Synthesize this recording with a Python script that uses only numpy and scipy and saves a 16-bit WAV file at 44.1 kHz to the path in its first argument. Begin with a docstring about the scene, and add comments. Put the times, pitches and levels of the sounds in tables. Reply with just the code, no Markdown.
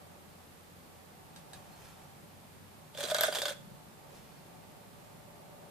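"""Dry pet food is tipped from a plastic tub into a small bowl on the ground of a yard, a few metres away.
Far traffic drones behind an even hiss throughout. From 1.4 s pellets click and slide in the carried tub,
and a far bird chirps. At 3 s the food pours for half a second: a dense patter with hard knocks that ring
the bowl and soft thuds on the heap, thrown back by a shed wall. After 4 s pellets shift in the tub again
and the bird adds two faint notes."""
import sys
import numpy as np
from scipy import signal
from scipy.fft import rfft, irfft
from scipy.io import wavfile

SR = 44100
rng = np.random.default_rng(int(sys.argv[2]) if len(sys.argv) > 2 else 0)


def bounce(signal):
    """Save signal as a 16-bit WAV file at the path given by the first command-line argument."""
    frames = np.transpose(np.atleast_2d(signal))
    limited = np.clip(frames, -1, 1)
    pcm = np.round(limited * 32767).astype(np.int16)
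    wavfile.write(sys.argv[1], SR, pcm)


N = 251370
TIME = np.arange(N) / SR
HZ = np.fft.rfftfreq(N, 1 / SR)
RING_TIME = np.arange(SR // 6) / SR

# tone colour of a pellet's crack: f/Hz, level/dB
CRACK_EQ = [(30, -42), (150, -9), (300, -8), (600, 9.5), (1000, 2), (1600, -1.5), (2600, -1.5), (3600, 5),
            (4600, -3), (5700, -5), (8000, -0.5), (10000, -6), (15000, -9.5)]
# modes of the bowl's wall and of its rim: f/Hz, level/dB, t60/s
WALL_MODES = [(1217, -10.5, 0.063), (1357, -17, 0.17), (1496, -4, 0.058), (1549, -1, 0.03),
              (1710, -13, 0.051), (2126, -16.5, 0.14)]
RIM_MODES = [(3380, 2.5, 0.032), (3425, 1, 0.024), (3320, -5, 0.024), (3650, -30, 0.033), (3830, -31, .04),
             (4120, -1.5, 0.017), (4600, 4, 0.025), (6500, -10, 0.051), (6740, -11, 0.062)]


def amp(db):
    """Decibels to gain."""
    return 10 ** (np.asarray(db) / 20)


def unit(x):
    """Scales to rms 1."""
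    return x / np.sqrt(np.mean(x ** 2) + 1e-20)


def curve(points, hz):
    """Interpolates breakpoints on a log-frequency axis."""
    f, value = np.transpose(points)
    return np.interp(np.log(hz + 1), np.log(f + 1), value)


def add(mix, s, sound):
    """Mixes a sound into both channels at s seconds."""
    part = mix[:, max(round(s * SR), 0):][:, :sound.shape[-1]]
    part += sound[..., :part.shape[1]]


def colour(x, eq, size=1024):
    """Minimum-phase EQ of unit energy, so that attacks stay sharp."""
    log_gain = np.log(amp(curve(eq, abs(np.fft.fftfreq(size, 1 / SR)))))
    response = np.exp(np.conj(signal.hilbert(log_gain)))
    taps = np.fft.ifft(response).real[:size // 2]
    return signal.fftconvolve(x, taps / np.linalg.norm(taps))[:len(x)]


def drift(rate_hz):
    """Slow random modulation of rms 1."""
    return unit(irfft(rfft(rng.standard_normal(N)) * np.exp(-(HZ / rate_hz) ** 2), N))


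def swells(rows):
    """Gain envelope of bell-shaped swells: t/s, half length/s, level/dB."""
    return sum(amp(db) * np.exp(-((TIME - s) / half) ** 2 / 2) for s, half, db in rows)


def humps(rows):
    """A spectrum of resonant peaks."""
    return sum(amp(db) / (1 + ((HZ - hz) / width) ** 2) for hz, width, db in rows)


def burst(life_s):
    """A rough grain chatters on a surface: quick attack, then decay."""
    envelope = RING_TIME / life_s * np.exp(1 - RING_TIME / life_s)
    chatter = envelope * rng.standard_normal(len(RING_TIME))
    return chatter * np.linalg.norm(envelope) / np.linalg.norm(chatter)


def ring(modes, rise_s, detune, spread):
    """Decaying modes; the spot struck shifts their pitch and their phase between left and right."""
    out = np.zeros((2, len(RING_TIME)))
    for hz, db, t60 in modes:
        start, side, shift = rng.uniform(-1, 1, 3)
        phase = start + spread * np.array([[side], [-side]])
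        cycles = hz * (1 + detune * shift) * RING_TIME + phase
        out += np.sin(2 * np.pi * cycles) * amp(db - 60 * RING_TIME / t60)
    return out * (1 - np.exp(-(RING_TIME / rise_s) ** 2))


def wash(spectrum, top_hz=14650):
    """A wide stereo bed of diffuse noise with the given spectrum."""
    # likeness of left and right: f/Hz, correlation/0-1
    likeness = [(30, 0), (120, 0.29), (400, 0.32), (800, 0), (1500, 0), (4000, 0.07), (14000, 0)]
    # balance: f/Hz, left over right/dB
    balance = [(30, 5), (80, 5), (170, 1), (400, -2), (1500, -2), (14000, -0.5)]
    left, other = rfft(rng.standard_normal((2, N)))
    same = np.clip(curve(likeness, HZ), 0, 1)
    right = same * left + np.sqrt(1 - same ** 2) * other
    side_db = curve(balance, HZ) / 2
    pair = np.array([left * amp(side_db), right * amp(-side_db)])
    return unit(irfft(pair * spectrum * (HZ < top_hz), N))


def yard(x, near_db, far_db, near_t60=0.063, far_t60=0.46, shadow_hz=900, grass_hz=9000):
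    """Direct sound, early scatter from ground and shed wall, and a faint tail."""
    t = np.arange(SR // 2) / SR
    taps = rng.choice([-1., 1.], (2, len(t))) * (rng.random((2, len(t))) < 5000 / SR)
    near = taps * amp(-60 * t / near_t60) * (t > .001)
    far = taps[::-1] * amp(-60 * t / far_t60) * (t > .018)
    near, far = (rfft(e / np.linalg.norm(e, axis=1, keepdims=True), N) for e in (near, far))
    scatter = (HZ / np.hypot(HZ, shadow_hz)) ** 2  # long waves pass small obstacles without scattering
    damping = grass_hz / np.hypot(HZ, grass_hz)  # grass swallows the treble of the reflections
    echoes = damping * (amp(near_db) * scatter * near + amp(far_db) * far)
    # just right of centre: the left side is a touch later and softer
    direct = np.array([np.exp(-2j * np.pi * HZ * .00002), np.ones(len(HZ))])
    return irfft(rfft(x) * (direct + echoes), N) * amp([[-1], [1]])


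def air(level_db=-55.5):
    """The even hiss of outdoor air."""
    # tone colour of the air: f/Hz, level/dB
    air_eq = [(15, -40), (25, -36), (43, -11.5), (65, -10.5), (90, -9), (120, -7), (160, -1.5), (320, -11),
              (430, -10.5), (650, -14), (900, -13), (1500, -17.5), (3000, -22), (4300, -23.5), (5800, -27),
              (8000, -25.5), (14500, -26)]
    return wash(amp(curve(air_eq, HZ))) * amp(level_db - 0.07 * drift(11.0))


def traffic_rumble(hold_db=-62.5, full_s=1.73, rise_db_per_s=8.5):
    """The low end of far traffic fades in, holds and swells once."""
    # resonances of the rumble: f/Hz, width/Hz, level/dB
    resonances = [(158, 32, 5), (136, 20, -16.5), (216.4, 6.2, -2)]
    # its swell: t/s, half length/s, level/dB
    swell = [(3.67, 0.089, -60.5)]
    build = amp(hold_db - rise_db_per_s * np.maximum(full_s - TIME, 0))
    return wash(humps(resonances)) * (build + swells(swell))


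def tyre_roar(low_db=-69, high_db=-68, flutter_db=1.6):
    """Far tyres roar in two bands that swell as vehicles pass."""
    # resonances of the low and the high band: f/Hz, width/Hz, level/dB
    low_band = [(404, 39, -1.5), (580, 40, 6.5)]
    high_band = [(751, 64, -0.5), (886, 30, -4), (1160, 61, -9)]
    # pass-bys: t/s, half length/s, low band level/dB, high band level/dB
    passes = [(0, 0.15, -71, -69), (1.642, .38, -80, -63.5), (4.0, 0.28, -85, -74), (5.7, .8, -63.5, -64.5)]
    low_gain = amp(low_db) + swells([(s, half, db) for s, half, db, _ in passes])
    high_gain = amp(high_db) + swells([(s, half, db) for s, half, _, db in passes])
    roar = wash(humps(low_band)) * low_gain + wash(humps(high_band)) * high_gain
    return roar * amp(flutter_db * drift(6.1))


def engine(start_hz=85, climb_hz_per_s=3.8, waver=0.012, start_db=-65, fade_db_per_s=1.4, throb_db=1.5):
    """A far engine speeds up evenly: one wavering, throbbing note that fades and swells twice."""
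    # swells of the note: t/s, half length/s, level/dB
    engine_swells = [(2.6, 0.3, -69), (5.0, .4, -71.5)]
    pitch_hz = (start_hz + climb_hz_per_s * TIME) * (1 + waver * drift(3.8))
    envelope = amp(start_db - fade_db_per_s * TIME) + swells(engine_swells)
    return np.sin(2 * np.pi * np.cumsum(pitch_hz) / SR) * envelope * amp(-throb_db * drift(7))


def bird(waver=0.0117):
    """A far bird sings a few thin, nearly pure notes."""
    # notes: t/s, half length/s, f/Hz, level/dB
    notes = [(1.736, 0.016, 4300, -67), (4.25, .04, 4500, -79), (4.38, .04, 4500, -74)]
    wobbly_time = np.cumsum(1 + waver * drift(58)) / SR
    return sum(swells([(s, half, db)]) * np.sin(2 * np.pi * hz * wobbly_time) for s, half, hz, db in notes)


def tub(grains_per_s=1500, slide_db=-6, skitter_db=-14):
    """Pellets slide and click in the plastic tub as it is carried and tilted."""
    # tone colour of the rustle: f/Hz, level/dB
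    rustle_eq = [(100, 13), (500, 7.5), (1500, 5), (2500, 2), (4300, -0.5), (5800, -0.5), (7000, -1.5),
                 (8500, -3.5), (11000, -4), (15000, -8)]
    # slides: t/s, half length/s, relative level/dB
    slides = [(1.57, 0.052, -64), (1.85, 0.039, -56.5), (1.86, 0.22, -58.5), (4.16, 0.039, -57.5),
              (4.3, 0.14, -61), (5.054, 0.039, -62)]
    # clicks against the tub: t/s, level/dB
    clicks = [(1.361, -46.5), (1.371, -60), (1.533, -44), (1.541, -59), (1.549, -59)]
    # modes of the tub: f/Hz, level/dB, t60/s
    tub_modes = [(1670, -5, 0.031), (3880, -1.5, 0.024), (4670, -5.5, 0.036), (6950, -14, 0.1),
                 (8400, -5, .035)]
    ticks = (rng.random(N) < grains_per_s / SR) * rng.choice([-1, 1], N)
    grains = ticks * amp(-2 * np.minimum(rng.exponential(1, N), 3))
    rustle = unit(colour(grains, rustle_eq)) * swells(slides) * amp(slide_db)
    out = np.tile(rustle, (2, 1))
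    for s, db in clicks:
        click = colour(burst(life_s=0.00064) + amp(skitter_db) * burst(life_s=0.015), rustle_eq)
        body = ring(tub_modes, rise_s=0.00028, detune=0.0079, spread=0.17)
        add(out, s, amp(db) * (click + body))
    return out


def slumps():
    """Whole clumps land on the heap with a soft thud."""
    # clumps: t/s, level/dB
    clumps = [(3.037, -31), (3.119, -51), (3.285, -32), (3.384, -34.5), (3.481, -41)]
    # dull modes of the heap: f/Hz, level/dB, t60/s
    heap_modes = [(245, -9.5, 0.059), (362, -5.5, 0.056), (451, 5, 0.036)]
    out = np.zeros((2, N))
    for s, db in clumps:
        add(out, s, amp(db) * ring(heap_modes, rise_s=0.0039, detune=0.062, spread=0.068))
    return out


def floor_modes(pitch_hz):
    """The bowl's floor, tuned to the pitch that the load of food gives it."""
    # modes of the floor: multiple of the pitch, level/dB, t60/s
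    partials = [(1, -1.5, 0.052), (.96, -16.5, 0.11), (.55, -23, 0.019), (.77, -12.5, 0.032),
                (1.3, -6, 0.017)]
    return [(pitch_hz * multiple, db, t60) for multiple, db, t60 in partials]


def floor_pitch(s, base_hz=568, lift_hz=68, thick_s=3.19, half_s=0.087):
    """The bowl's floor rings higher in the thick of the pour."""
    return base_hz + lift_hz * np.exp(-((s - thick_s) / half_s) ** 2 / 2)


def flow(start_s, stop_s, hold_db=-42.5, attack_db_per_s=441, release_db_per_s=309):
    """Envelope of the stream: quick attack, a hold with a few surges, slower release."""
    # surges of pellets: t/s, half length/s, level/dB
    surges = [(3.025, 0.033, -43.5), (3.11, 0.0074, -39.5), (3.246, 0.019, -31.5), (3.362, 0.021, -40),
              (3.485, 0.012, -54)]
    early, late = np.maximum(start_s - TIME, 0), np.maximum(TIME - stop_s, 0)
    return amp(hold_db - attack_db_per_s * early - release_db_per_s * late) + swells(surges)


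def patter(start_s=2.978, stop_s=3.512, pellets_per_s=1000, pitches=30, spread_db=5.5, trim_db=-7):
    """A stream of small pellets of many pitches lands on the heap and on different spots of the bowl."""
    out = np.zeros((2, N))
    lead_s, tail_s = .06, .12  # room for the attack and the release
    length = round((stop_s - start_s + lead_s + tail_s) * SR)
    for pellet_hz in np.geomspace(1800, 12500, pitches):
        lands = rng.random(SR)[:length] < pellets_per_s / pitches / SR
        size = np.minimum(rng.exponential(1, SR), 3)[:length]
        landings = lands * amp(spread_db * size)
        ping_db = -8 - 10 * np.log10(1 + (pellet_hz / 7000) ** 2)  # small crumbs ping higher and softer
        crack = colour(burst(life_s=0.00028), CRACK_EQ)
        ping = ring([(pellet_hz, 0, .006)], rise_s=0.00026, detune=0.032, spread=0.12)
        grain = crack + amp(ping_db) * ping
        for modes, db in [(floor_modes(pitch_hz=590), -17), (WALL_MODES, -19), (RIM_MODES, -24)]:
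            grain += amp(db) * ring(modes, rise_s=0.0012, detune=0.029, spread=0.1)
        add(out, start_s - lead_s, signal.fftconvolve(landings[None], grain, axes=1))
    rms = np.sqrt(np.sum(out ** 2) / (2 * length))
    return out / rms * flow(start_s, stop_s) * amp(trim_db)


def knocks(pellet_hz=3616, scatter_octaves=0.22, ping_t60=0.021, full_hit_db=-23):
    """Hard landings crack, scatter their neighbours, ping and ring the bowl; returns cracks and rings."""
    # hard landings: t/s, hit level/dB, drive of the bowl's floor/dB
    hits = [(2.9484, -47, -41.5), (2.9746, -35, -43), (2.9844, -43, -34.5), (3.0064, -35, -32),
            (3.0306, -33, -38), (3.0381, -29, -33), (3.0526, -32, -41), (3.085, -34, -36),
            (3.1005, -29, -40), (3.1145, -35.5, -21), (3.1458, -22.5, -27), (3.1657, -29, -35),
            (3.1844, -25.5, -24.5), (3.2086, -22, -29.5), (3.234, -21.5, -22), (3.281, -33, -22.5),
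            (3.3255, -29.5, -33), (3.3493, -29, -37), (3.3551, -27, -45), (3.3694, -33.5, -32),
            (3.3855, -29.5, -47), (3.4185, -23, -40), (3.4284, -47, -33), (3.4545, -25, -52),
            (3.457, -28.5, -27), (3.482, -27.5, -33.5), (3.5054, -36, -33.5)]
    # brittle pellets that snap as they land: t/s, level/dB
    snaps = [(3.2088, -15), (3.235, -20.5)]
    # tone colour of a snap: f/Hz, level/dB
    snap_eq = [(100, -35), (3000, -31), (8000, -4), (10500, 4), (11700, 22), (12800, 2), (15000, -1)]
    cracks, rings = np.zeros((2, 2, N))
    for s, hit_db, floor_db in hits:
        add(cracks, s, amp(hit_db - 1) * colour(burst(life_s=0.00036), CRACK_EQ))
        add(cracks, s, amp(hit_db - 15) * colour(burst(life_s=0.00075), snap_eq))
        skitter = colour(burst(life_s=0.007), CRACK_EQ)
        add(rings, s, amp(hit_db - 17) * skitter)
        ping_hz = pellet_hz * 2 ** (scatter_octaves * rng.uniform(-1.05, 1))
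        ping_modes = [(ping_hz, 0, ping_t60), (ping_hz * 1.5, -6, ping_t60)]
        add(rings, s, amp(hit_db - 4) * ring(ping_modes, rise_s=0.00028, detune=0.0046, spread=0.029))
        # the heavy floor answers later than wall and rim
        floor = ring(floor_modes(floor_pitch(s)), rise_s=0.0038, detune=0.024, spread=0.053)
        add(rings, s, amp(floor_db + 5.5) * floor)
        # the wall follows both the hit and the floor
        wall_db = -22 + 0.96 * (hit_db - full_hit_db) + 0.84 * (floor_db - full_hit_db)
        add(rings, s, amp(wall_db) * ring(WALL_MODES, rise_s=0.00038, detune=0.032, spread=0.17))
        add(rings, s, amp(hit_db - 12) * ring(RIM_MODES, rise_s=0.00092, detune=0.039, spread=0.08))
    for s, db in snaps:
        add(cracks, s, amp(db) * colour(burst(life_s=0.0006), snap_eq))
    return cracks, rings


def scene():
    """The food over the outdoor bed; pellets deep in the bowl or tub are heard mostly by reflection."""
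    cracks, rings = knocks()
    close_cracks = yard(cracks, near_db=-8, far_db=-22)  # driest: the top of the heap is in plain view
    landings = yard(rings + slumps(), near_db=-2.5, far_db=-12)
    stream = yard(patter(), near_db=6.0, far_db=-17)
    tub_and_bird = yard(tub() + bird(), near_db=1.5, far_db=-21)
    bed = air() + traffic_rumble() + tyre_roar() + engine()
    return bed + tub_and_bird + stream + landings + close_cracks


def record(dry):
    """A steep low-pass at 15 kHz on the whole mix."""
    lowpass = signal.firwin(255, 15000, window=("kaiser", 8), fs=SR)
    return signal.oaconvolve(dry, lowpass[None], "same")


dry = scene()
out = record(dry)
bounce(out)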